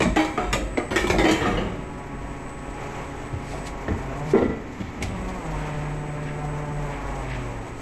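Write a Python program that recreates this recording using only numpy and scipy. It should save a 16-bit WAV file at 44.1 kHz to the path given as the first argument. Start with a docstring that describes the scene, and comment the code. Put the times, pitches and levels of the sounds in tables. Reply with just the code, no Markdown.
"""One cycle of an injection moulding machine in a factory. First, ejected plastic parts clatter down
the steel chute and the ejector rocks the frame. The hydraulic pump takes up load as the mould scrapes
shut, then locks with a heavy clunk at 4.3 s. A valve spits sharply at 5 s, and the pump's pistons
drone through the injection over rushing oil, slowing as the mould fills. All the while the motor
drive whines thinly and other machines hum in the hall."""
import sys
import numpy as np
from scipy import signal
from scipy.fft import rfft, irfft, next_fast_len
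from scipy.io import wavfile
from scipy.ndimage import uniform_filter1d, minimum_filter1d, map_coordinates

SR = 44100
rng = np.random.default_rng(int(sys.argv[2]) if len(sys.argv) > 2 else 0)


def output_pcm(signal):
    """Save a mono or channel-first signal as 16-bit PCM at the path in sys.argv[1].

    Samples are clipped to [-1, 1] before scaling.
    """
    pcm = np.clip(np.atleast_2d(signal).T, -1, 1) * 32767
    wavfile.write(sys.argv[1], SR, np.round(pcm).astype(np.int16))


N = 344421

# Hits on the chute: (time [s], level [dB], hardness [dB/octave], thud [dB], ring length [factor],
# body modes [dB], low note [Hz], low note level [dB], high note [Hz], high note level [dB])
CHUTE_HITS = [(.003, -27.5, 0, -25, 0.52, 5, 436, -16, 1110, -29),
              (.019, -27, 1.5, -24, 0.69, -24, 360, -32, 2380, -21.5),
              (.054, -38, -4, -20.5, 0.8, -15, 242, -15.5, 613, -24),
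              (.160, -32, 1, -45, 0.5, -20, 654, -24, 1970, -20),
              (.167, -27.5, -0.5, -42, 0.74, 7, 321, -17, 823, -21),
              (.19, -26, 0, -50, 1.21, 8.5, 620, -25, 2317, -24),
              (.248, -44, 4, -55, .4, -20, 820, -33, 4000, -33),
              (.376, -33.5, -1.5, -38, 0.64, -4, 720.5, -18, 1245, -17),
              (.395, -38, -0.5, -40, 1.83, -15, 722, -20, 1296, -24),
              (.528, -28, 4, -25.5, 0.57, -5, 1215, -21, 2380, -26),
              (.55, -35.5, -1.5, -32, 1.07, -8, 544, -23.5, 2525, -29),
              (.773, -30, -2, -31.5, 0.65, -10, 350, -15.5, 2070, -22),
              (.907, -32.5, 0.5, -27.5, 1.02, -2, 378, -20, 1050, -35),
              (.959, -28.5, 3, -49, 0.75, -13, 338, -15, 1853, -15),
              (.977, -33, 1, -42, 1.5, -3, 1780, -23, 2280, -19.5),
              (1.042, -42, -2, -34, 0.36, -2, 358, -10, 2230, -29),
              (1.07, -34, 4, -29, 0.62, -10, 1000, -22, 2300, -32),
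              (1.099, -26, 1.5, -23, 0.62, -22, 367, -16, 2320, -26),
              (1.137, -36.5, -5.5, -25, 0.94, -4, 204, -18.5, 694, -27),
              (1.184, -25, -0.5, -26, 0.98, 1, 2044, -20, 3650, -22),
              (1.241, -35.5, 1.5, -45, .45, -17, 344, -10, 1990, -18),
              (1.252, -25, -1.5, -37, 1.13, 9, 331, -14.5, 834, -20),
              (1.284, -27.5, 1, -49, 1.09, 4.5, 973, -22, 3100, -23),
              (1.311, -35, 5.5, -23.5, 0.69, -1, 327, -17, 6600, -30),
              (1.408, -30.5, -1, -29, 1.25, -13, 790, -30, 1850, -31),
              (1.456, -31, -1.5, -22.5, 1.3, -4.5, 720, -21, 1256, -19),
              (1.573, -37, -2.5, -25, 1.32, -18, 514, -26, 2924, -28.5)]
# The chute's steel ring: (frequency [Hz], level [dB], t60 [s])
CHUTE_MODES = [(316.2, 6, 0.34), (416, -17, 0.52), (622, -6.5, 0.18), (750, -21, 0.4), (809, -6, 0.53),
               (957, -8.5, 0.47), (1310, -12, 0.22), (1910, -15, 0.11), (2060, -25, 0.49),
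               (2310, -21, 0.37), (3090, -14, 0.22), (3700, -28, 0.3), (4640, -19, 0.24)]
# Dense vibration between those modes: (frequency [Hz], noise density [dB])
CHUTE_WASH = [(60, -9), (250, -7.5), (330, 0), (600, -5.5), (1300, -11), (1500, -19.5), (1900, -12.5),
              (2350, -13.5), (2700, -19), (3700, -22.5), (5200, -29), (7500, -25.5), (9000, -42),
              (12000, -39)]
# EQ of an average hit, above the thud: (body [dB], ring [dB], clack [dB], crack [dB])
CHUTE_EQ = [7, 3.5, 3, -6.5]


def chute():
    """Plastic parts and the ejector knock on the steel chute."""
    return amp(-4.0) * blows(CHUTE_HITS, CHUTE_MODES, CHUTE_WASH, CHUTE_EQ, ripple_db=8, focus_db=6,
                             wash_db=5.5, wash_t60=0.62, snap_db=3.5, snap_t60=0.068,
                             overtone_db=-9.5, low_t60=0.3, high_t60=0.24)


# Jolts as the clamp sets off, meets and locks: (time [s], level [dB], hardness [dB/octave], thud [dB],
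# ring length [factor], body modes [dB], low note [Hz], its level [dB], high note [Hz], its level [dB])
CLAMP_HITS = [(3.328, -49, 2, -28, 0.66, -14, 121, -22, 305, -35),
              (3.535, -45, 0.5, -40, 0.8, 0, 653, -28, 747, -30.5),
              (3.881, -35, -0.5, -23, 0.69, -2, 312, -20.5, 1824, -29.5),
              (4.335, -28.5, -4, -39, 0.98, -4, 389.4, -6.5, 1995, -40),
              (4.371, -30.5, 0.5, -44, 1.0, 3, 336, -16, 452, -30),
              (4.409, -39, -1.5, -28.5, 0.64, -2, 225, -32, 470, -19),
              (4.478, -57, 3, -28, 0.9, -12, 73, -22, 380, -38),
              (4.801, -43, 4.5, -32, 0.95, 1, 194.7, -20.5, 304, -32.5),
              (5.009, -34.5, 2, -25, 1.09, -4, 92.5, -24, 192, -34)]
# The clamp's ring: (frequency [Hz], level [dB], t60 [s])
CLAMP_MODES = [(225, -2.5, 0.68), (311, -12, 0.55), (366, -1, 0.22), (399, -11, 0.32), (447, -4, 0.31),
               (604, -14, 0.36), (798, -9, 0.4), (1030, -29, 0.41), (1373, -20, 0.9), (1830, -12, 0.6),
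               (1981, -2.5, 0.91), (2223, -4.5, 0.49)]
# Dark vibration between those modes: (frequency [Hz], noise density [dB])
CLAMP_WASH = [(40, 7.5), (85, 1.5), (150, -6.5), (230, -3), (460, -3), (560, -9.5), (1500, -26.5),
              (2000, -10), (2900, -22.5), (12000, -61)]
# EQ of an average jolt, above the thud: (body [dB], ring [dB], clack [dB], crack [dB])
CLAMP_EQ = [7.5, 1.5, -13.5, -11]


def clamp():
    """The heavy platens meet, lock and shudder as they take up the load."""
    shudder = amp(2 * wobble(85))
    clunks = blows(CLAMP_HITS, CLAMP_MODES, CLAMP_WASH, CLAMP_EQ, ripple_db=3, focus_db=2.5,
                   wash_db=6.0, wash_t60=0.67, snap_db=2, snap_t60=0.11,
                   overtone_db=-30, low_t60=0.23, high_t60=0.26)
    return amp(-2.0) * shudder * clunks


# A hit's thud, body, ring, clack and crack bands: (low edge [Hz], high edge [Hz])
HIT_BANDS = [(65, 200), (200, 650), (650, 1500), (1500, 3000), (3000, 14000)]


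def blows(hits, modes, wash, eq_db, ripple_db, focus_db, wash_db, wash_t60, snap_db, snap_t60,
          overtone_db, low_t60, high_t60):
    """Each blow rings a body: hard contact is brighter, weight adds thud, the striker adds two notes."""
    out = np.zeros(N + SR)
    t = np.arange(SR * 3 // 4) / SR
    filters = [signal.butter(3, band, "bandpass", fs=SR, output="sos") for band in HIT_BANDS]
    low_edge, high_edge = np.transpose(HIT_BANDS[1:])
    octaves = np.log2(np.sqrt(low_edge * high_edge) / 1300)  # hardness tilts the EQ about 1300 Hz
    mode_hz, mode_db, mode_t60 = np.transpose(modes)[:, :, None]
    for start, db, hardness, thud_db, length, ring_db, low_hz, low_db, high_hz, high_db in hits:
        hit = out[round(start * SR):][:len(t)]
        age = t / length
        # the striker's hollow notes: the high one is a beating cluster under weak overtones
        notes = [(low_hz, low_db, low_t60)]
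        notes += [(high_hz * (1 + detune), high_db - 6, high_t60) for detune in rng.normal(0, 0.0172, 3)]
        notes += [(high_hz * ratio, high_db + overtone_db - 9 * np.log2(ratio), high_t60 / np.sqrt(ratio))
                  for ratio in rng.uniform(1, 2.1, 4)]
        for hz, note_db, t60 in notes:
            envelope = amp(note_db - 60 * age / t60) * (1 - np.exp(-t / 0.00037))
            hit += envelope * np.sin(2 * np.pi * hz * t)
        shifted_hz = mode_hz * (1 + rng.normal(0, 0.0047, mode_hz.shape))  # load detunes the body
        decay = amp(ring_db + mode_db + rng.normal(0, 3.3, mode_hz.shape) - 60 * age / mode_t60)
        ring = decay * np.sin(2 * np.pi * (shifted_hz * t + rng.random(mode_hz.shape)))
        # a short contact, then vibration that builds up inside the guard and dies away
        snap = amp(snap_db - 60 * t / snap_t60) / length ** 2  # dead blows are mostly contact
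        bloom = amp(wash_db - 60 * age / wash_t60) * (1 - np.exp(-age / .005))
        texture = contact_noise(wash, len(t), ripple_db, high_hz, focus_db)
        body = (ring.sum(0) + (snap + bloom) * texture) * (1 - np.exp(-t / 0.00014))
        above_thud_db = db + np.array(eq_db) + hardness * octaves
        for sos, band_db in zip(filters, [thud_db, *above_thud_db]):
            band = signal.sosfilt(sos, body)
            hit += amp(band_db) * band / np.std(band[:SR // 20])  # the first 50 ms set the level
    return out[:N]


def contact_noise(spectrum, size, ripple_db, focus_hz, focus_db):
    """Each point of contact favours its own narrow resonances, most of all around one note."""
    hz = np.fft.rfftfreq(size, 1 / SR)
    ripple = map_coordinates(rng.standard_normal(256), [16 * np.log2(1 + hz / 400)])
    focus = np.exp(-(np.log2((hz + 1) / focus_hz) / 0.12) ** 2)  # a bell, 0.12 octave to each side
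    peaks = amp(ripple_db * np.tanh(ripple) + focus_db * focus)
    return unit(irfft(rfft(noise(spectrum, size)) * peaks, size))


# The pump's pitch, which frame and drive also follow: (time [s], piston rate [Hz])
PUMP_SPEED = [(1.9, 140.5), (2.2, 138.3), (3.7, 139), (4.0, 131.8), (4.12, 133.6), (4.25, 149.3),
              (5.0, 201.5), (5.2, 185.4), (5.37, 184.2), (5.46, 158.4), (5.55, 151.8), (5.8, 148.9),
              (6.3, 148.2), (6.7, 147.5), (6.85, 145.6), (7.0, 141), (7.15, 136.5), (7.3, 129.7),
              (7.6, 112.5)]
# Its effort through closing, locking, a pause and injection: (time [s], level re full load [dB])
PUMP_LOAD = [(1.0, -11), (1.75, -3), (2.5, -4.5), (3.6, -4), (4.25, 0), (4.6, -16), (4.95, -18), (5.15, -2),
             (5.7, -0.5), (6.9, 0.5), (7.2, 0.5), (7.81, -7.5)]
# The frame's response to the strokes, a notch between two resonances: (frequency [Hz], gain [dB])
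FRAME_RESPONSE = [(112, -7), (128, 0.5), (135, -11), (138, -12), (148, -3.5), (156, -0.5), (168, -16),
                  (200, 0)]
# Pipe resonances that the overtones sweep through: (frequency [Hz], gain [dB])
PIPE_RESPONSE = [(280, -1.5), (435, 4.5), (535, 0), (595, 6), (700, 3), (745, 2), (830, 5.5), (900, 3),
                 (1040, -0.5), (1110, 3.5), (1190, -6.5), (1340, -5.5), (1600, -9), (2100, -13)]
# Fader ride of the oil through the valves: (time [s], flow level [dB])
OIL_FLOW = [(1.9, -46), (2.62, -43.5), (2.98, -38.5), (3.33, -43.5), (4.3, -40), (4.5, -45), (4.81, -43),
            (5.09, -43.5), (5.27, -38), (5.68, -38.5), (5.95, -43), (6.74, -41.5), (7.1, -39), (7.38, -41),
            (7.81, -42)]
# The oil's midrange rush: (frequency [Hz], noise density [dB])
OIL_RUSH = [(250, -12), (450, 3), (650, 0.5), (950, 1.5), (1200, -4), (1500, -10.5), (2300, -6.5),
            (3000, -19.5), (5000, -83)]
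# The hiss on top of it: (frequency [Hz], noise density [dB])
OIL_HISS = [(1500, -32), (3000, 5), (5000, -1), (6700, 4), (8000, 2.5), (8600, -25.5), (11500, -5.5),
            (12500, -18)]


def pump():
    """Piston strokes throb in the frame and buzz in the pipes with the load; oil rushes in surges."""
    speed_hz, load_db, flow_db = curve(PUMP_SPEED), curve(PUMP_LOAD), curve(OIL_FLOW)
    working_hz, usual_flow_db = 145.6, -42.5
    stroke = phase(speed_hz * (1 + 0.00288 * wobble(18)))
    gliding = np.tanh(np.abs(np.gradient(speed_hz)) * SR / 21)  # 21 Hz/s is a brisk glide
    stumble_rad = 0.053 + 0.2 * gliding  # the strokes stumble while the speed changes
    throb_db = -29.5 + along(FRAME_RESPONSE, speed_hz) + 1.4 * wobble(7.7)
    throb = amp(throb_db) * unit(np.sin(stroke + 2.7 * stumble_rad * wobble(40)))
    buzz = np.zeros(N)
    for k in range(2, 15):
        overtone_db = along(PIPE_RESPONSE, k * speed_hz) + 1.5 * wobble(7)
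        flutter_db = 3.5 * wobble(60)
        angle = k * (stroke + .5 * stumble_rad * wobble(40)) + 2 * np.pi * rng.random()
        buzz += amp(overtone_db + flutter_db) * np.sin(angle)
    # more oil brings more buzz; it fades below the working speed
    buzz_db = -38 + .5 * (flow_db - usual_flow_db) + 7.5 * np.minimum(np.log2(speed_hz / working_hz), 0)
    surge = wobble(16)
    rush = amp(1.5 + 1.3 * surge) * noise(OIL_RUSH)
    hiss = amp(-14.5 + .5 * surge + 1.6 * wobble(70)) * noise(OIL_HISS)
    return amp(load_db) * (throb + amp(buzz_db) * unit(buzz)) + amp(flow_db) * (rush + hiss)


# Valve cues: (peak time [s], level [dB], rise [s], t60 [s])
VALVE_SPITS = [(3.519, -44, 0.16, 0.57), (3.671, -36, 0.02, 0.11), (4.315, -40, 0.072, 0.14),
               (5.025, -26.5, 0.0014, 0.085), (5.06, -46, 0.022, 0.29), (5.29, -43.5, .02, 0.13)]
# Their bright spray: (frequency [Hz], noise density [dB])
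VALVE_SPRAY = [(880, -38), (1500, -13), (2120, 5), (3140, -4.5), (6940, -6.5), (8250, -8.5), (9160, -17),
               (12000, -19)]


def valves():
    """Valves open with a short spit of hiss."""
    return swells(VALVE_SPITS) * noise(VALVE_SPRAY)


# Scrapes of sliding steel: (peak time [s], level [dB], rise [s], t60 [s])
SLIDE_SCRAPES = [(1.6, -46, 0.029, 1.4), (2.82, -47, 0.32, 4), (5.66, -42, 0.26, 1.67),
                 (6.28, -41.5, 0.095, 0.41), (6.93, -43, 0.091, 0.62), (7.32, -37.5, 0.12, 0.65)]
# Their gritty rasp: (frequency [Hz], noise density [dB])
SLIDE_GRIT = [(700, -42), (1700, 4), (2200, 1.5), (3000, -5), (4300, -16.5), (6000, -22.5), (12000, -78)]


def slides():
    """Sliding steel catches on grit in quick uneven bursts."""
    return swells(SLIDE_SCRAPES) * unit(amp(2.0 * wobble(170)) * noise(SLIDE_GRIT))


# Low-end bumps from the ejector's strokes: (peak time [s], level [dB])
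EJECTOR_ROCKS = [(.11, -24), (.5, -25.5), (.65, -26.5), (1.03, -31), (1.19, -23), (1.56, -26)]


def frame():
    """The frame shakes at one low note: with pump load, more as the pump slows, and at ejector strokes."""
    braking_hz_per_s = np.maximum(-np.gradient(curve(PUMP_SPEED)) * SR, 0)
    braking = uniform_filter1d(np.tanh(braking_hz_per_s / 67), int(0.4 * SR))  # the frame follows slowly
    running = amp(-41 + 0.65 * curve(PUMP_LOAD) + 14.5 * braking + 2.3 * wobble(11))
    rise, t60 = 0.082, 0.29
    rocking = swells([(peak, db, rise, t60) for peak, db in EJECTOR_ROCKS])
    note_hz = 48.3 + 2.82 * wobble(13)
    return (running + rocking) * unit(np.sin(phase(note_hz)))


# Fader ride of the motor drive's thin whine: (time [s], level [dB])
DRIVE_WHINE = [(0.0, -52), (0.41, -58), (1.07, -49), (1.65, -64.5), (2.72, -57), (3.39, -61.5), (3.67, -51),
               (3.76, -69), (4.18, -61), (4.98, -88), (5.02, -56), (5.07, -58), (7.81, -59.5)]


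def drive():
    """The inverter's 8 kHz switching tone, with sidebands that follow the motor speed."""
    carrier = np.sin(phase(np.full(N, 8000)))
    field = phase(curve(PUMP_SPEED) * 2 / 3)
    whine = carrier * (1 + 0.5 * np.cos(field) + 0.17 * np.cos(2 * field))
    return amp(curve(DRIVE_WHINE) + 2.0 * wobble(22)) * unit(whine)


# Hum of nearby machines: (frequency [Hz], level [dB], speed lost under load [fraction])
NEARBY_MOTORS = [(251.2, -49, 0.0025), (285.2, -45.5, .01), (371, -48.5, .02), (1300, -55, .022)]
# The ramp on which their load comes on: (start [s], end [s])
LOAD_RAMP = [4.8, 6.2]
# The hall's room tone: (frequency [Hz], noise density [dB])
ROOM_TONE = [(22, 2.5), (48, 2.5), (250, -2), (300, -3), (400, -10.5), (600, -19.5), (830, -33),
             (1400, -20), (1900, -15), (2500, -22), (3800, -35), (8000, -43.5), (12000, -100)]


def factory():
    """Other machines hum through the hall, sagging a little in pitch as they take up load."""
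    loaded = np.interp(np.arange(N) / SR, LOAD_RAMP, [0, 1])
    hum = np.zeros(N)
    for hz, db, sag in NEARBY_MOTORS:
        level = amp(db + 1.2 * wobble(11))
        pitch_hz = hz * (1 - sag * loaded) + 1.68 * wobble(10)
        hum += level * unit(np.sin(phase(pitch_hz)))
    return hum + amp(-37.5) * noise(ROOM_TONE)


def amp(db):
    """Decibels to gain."""
    return 10 ** (np.asarray(db) / 20)


def unit(x):
    """Scale to rms 1."""
    return x / np.sqrt(np.mean(x ** 2) + 1e-20)


def along(points, hz):
    """Read an EQ curve on a log frequency axis."""
    point_hz, db = np.transpose(points)
    return np.interp(np.log(hz + 1), np.log(point_hz + 1), db)


def curve(points):
    """An automation lane: (time, value) points to one value per sample."""
    return np.interp(np.arange(N) / SR, *np.transpose(points))


def swells(rows):
    """An envelope: each row climbs 20 dB per rise time to its peak, then dies away."""
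    t = np.arange(N) / SR
    return sum(amp(db - 60 * np.maximum(t - peak, 0) / t60 - 20 * np.maximum(peak - t, 0) / rise)
               for peak, db, rise, t60 in rows)


def wobble(rate):
    """A smooth random curve, rate knots a second."""
    return map_coordinates(rng.standard_normal(int(N * rate / SR) + 4), [np.arange(N) * rate / SR])


def noise(spectrum, size=N):
    """Coloured noise of rms 1."""
    padded = next_fast_len(size)
    colour = amp(along(spectrum, np.fft.rfftfreq(padded, 1 / SR)))
    return unit(irfft(rfft(rng.standard_normal(padded)) * colour, padded)[:size])


def phase(hz):
    """The running angle of a changing frequency."""
    return 2 * np.pi * np.cumsum(hz) / SR


def scene():
    """The mono mix, heard from beside the mould."""
    return (chute() + clamp() + valves() + slides() + pump() + drive() + frame() + factory())[None]


def record(dry):
    """A fast limiter holds down the highest peaks, then a brick-wall filter cuts the top end."""
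    ceiling, window, top_hz = .48, int(.004 * SR), 12200
    gain = ceiling / np.maximum(np.abs(dry), ceiling)
    gain = uniform_filter1d(minimum_filter1d(gain, 2 * window), window)
    padded = next_fast_len(N + SR // 2)
    passband = np.fft.rfftfreq(padded, 1 / SR) < top_hz
    return irfft(rfft(dry * gain, padded) * passband, padded)[..., :N]


dry = scene()
out = record(dry)
output_pcm(out)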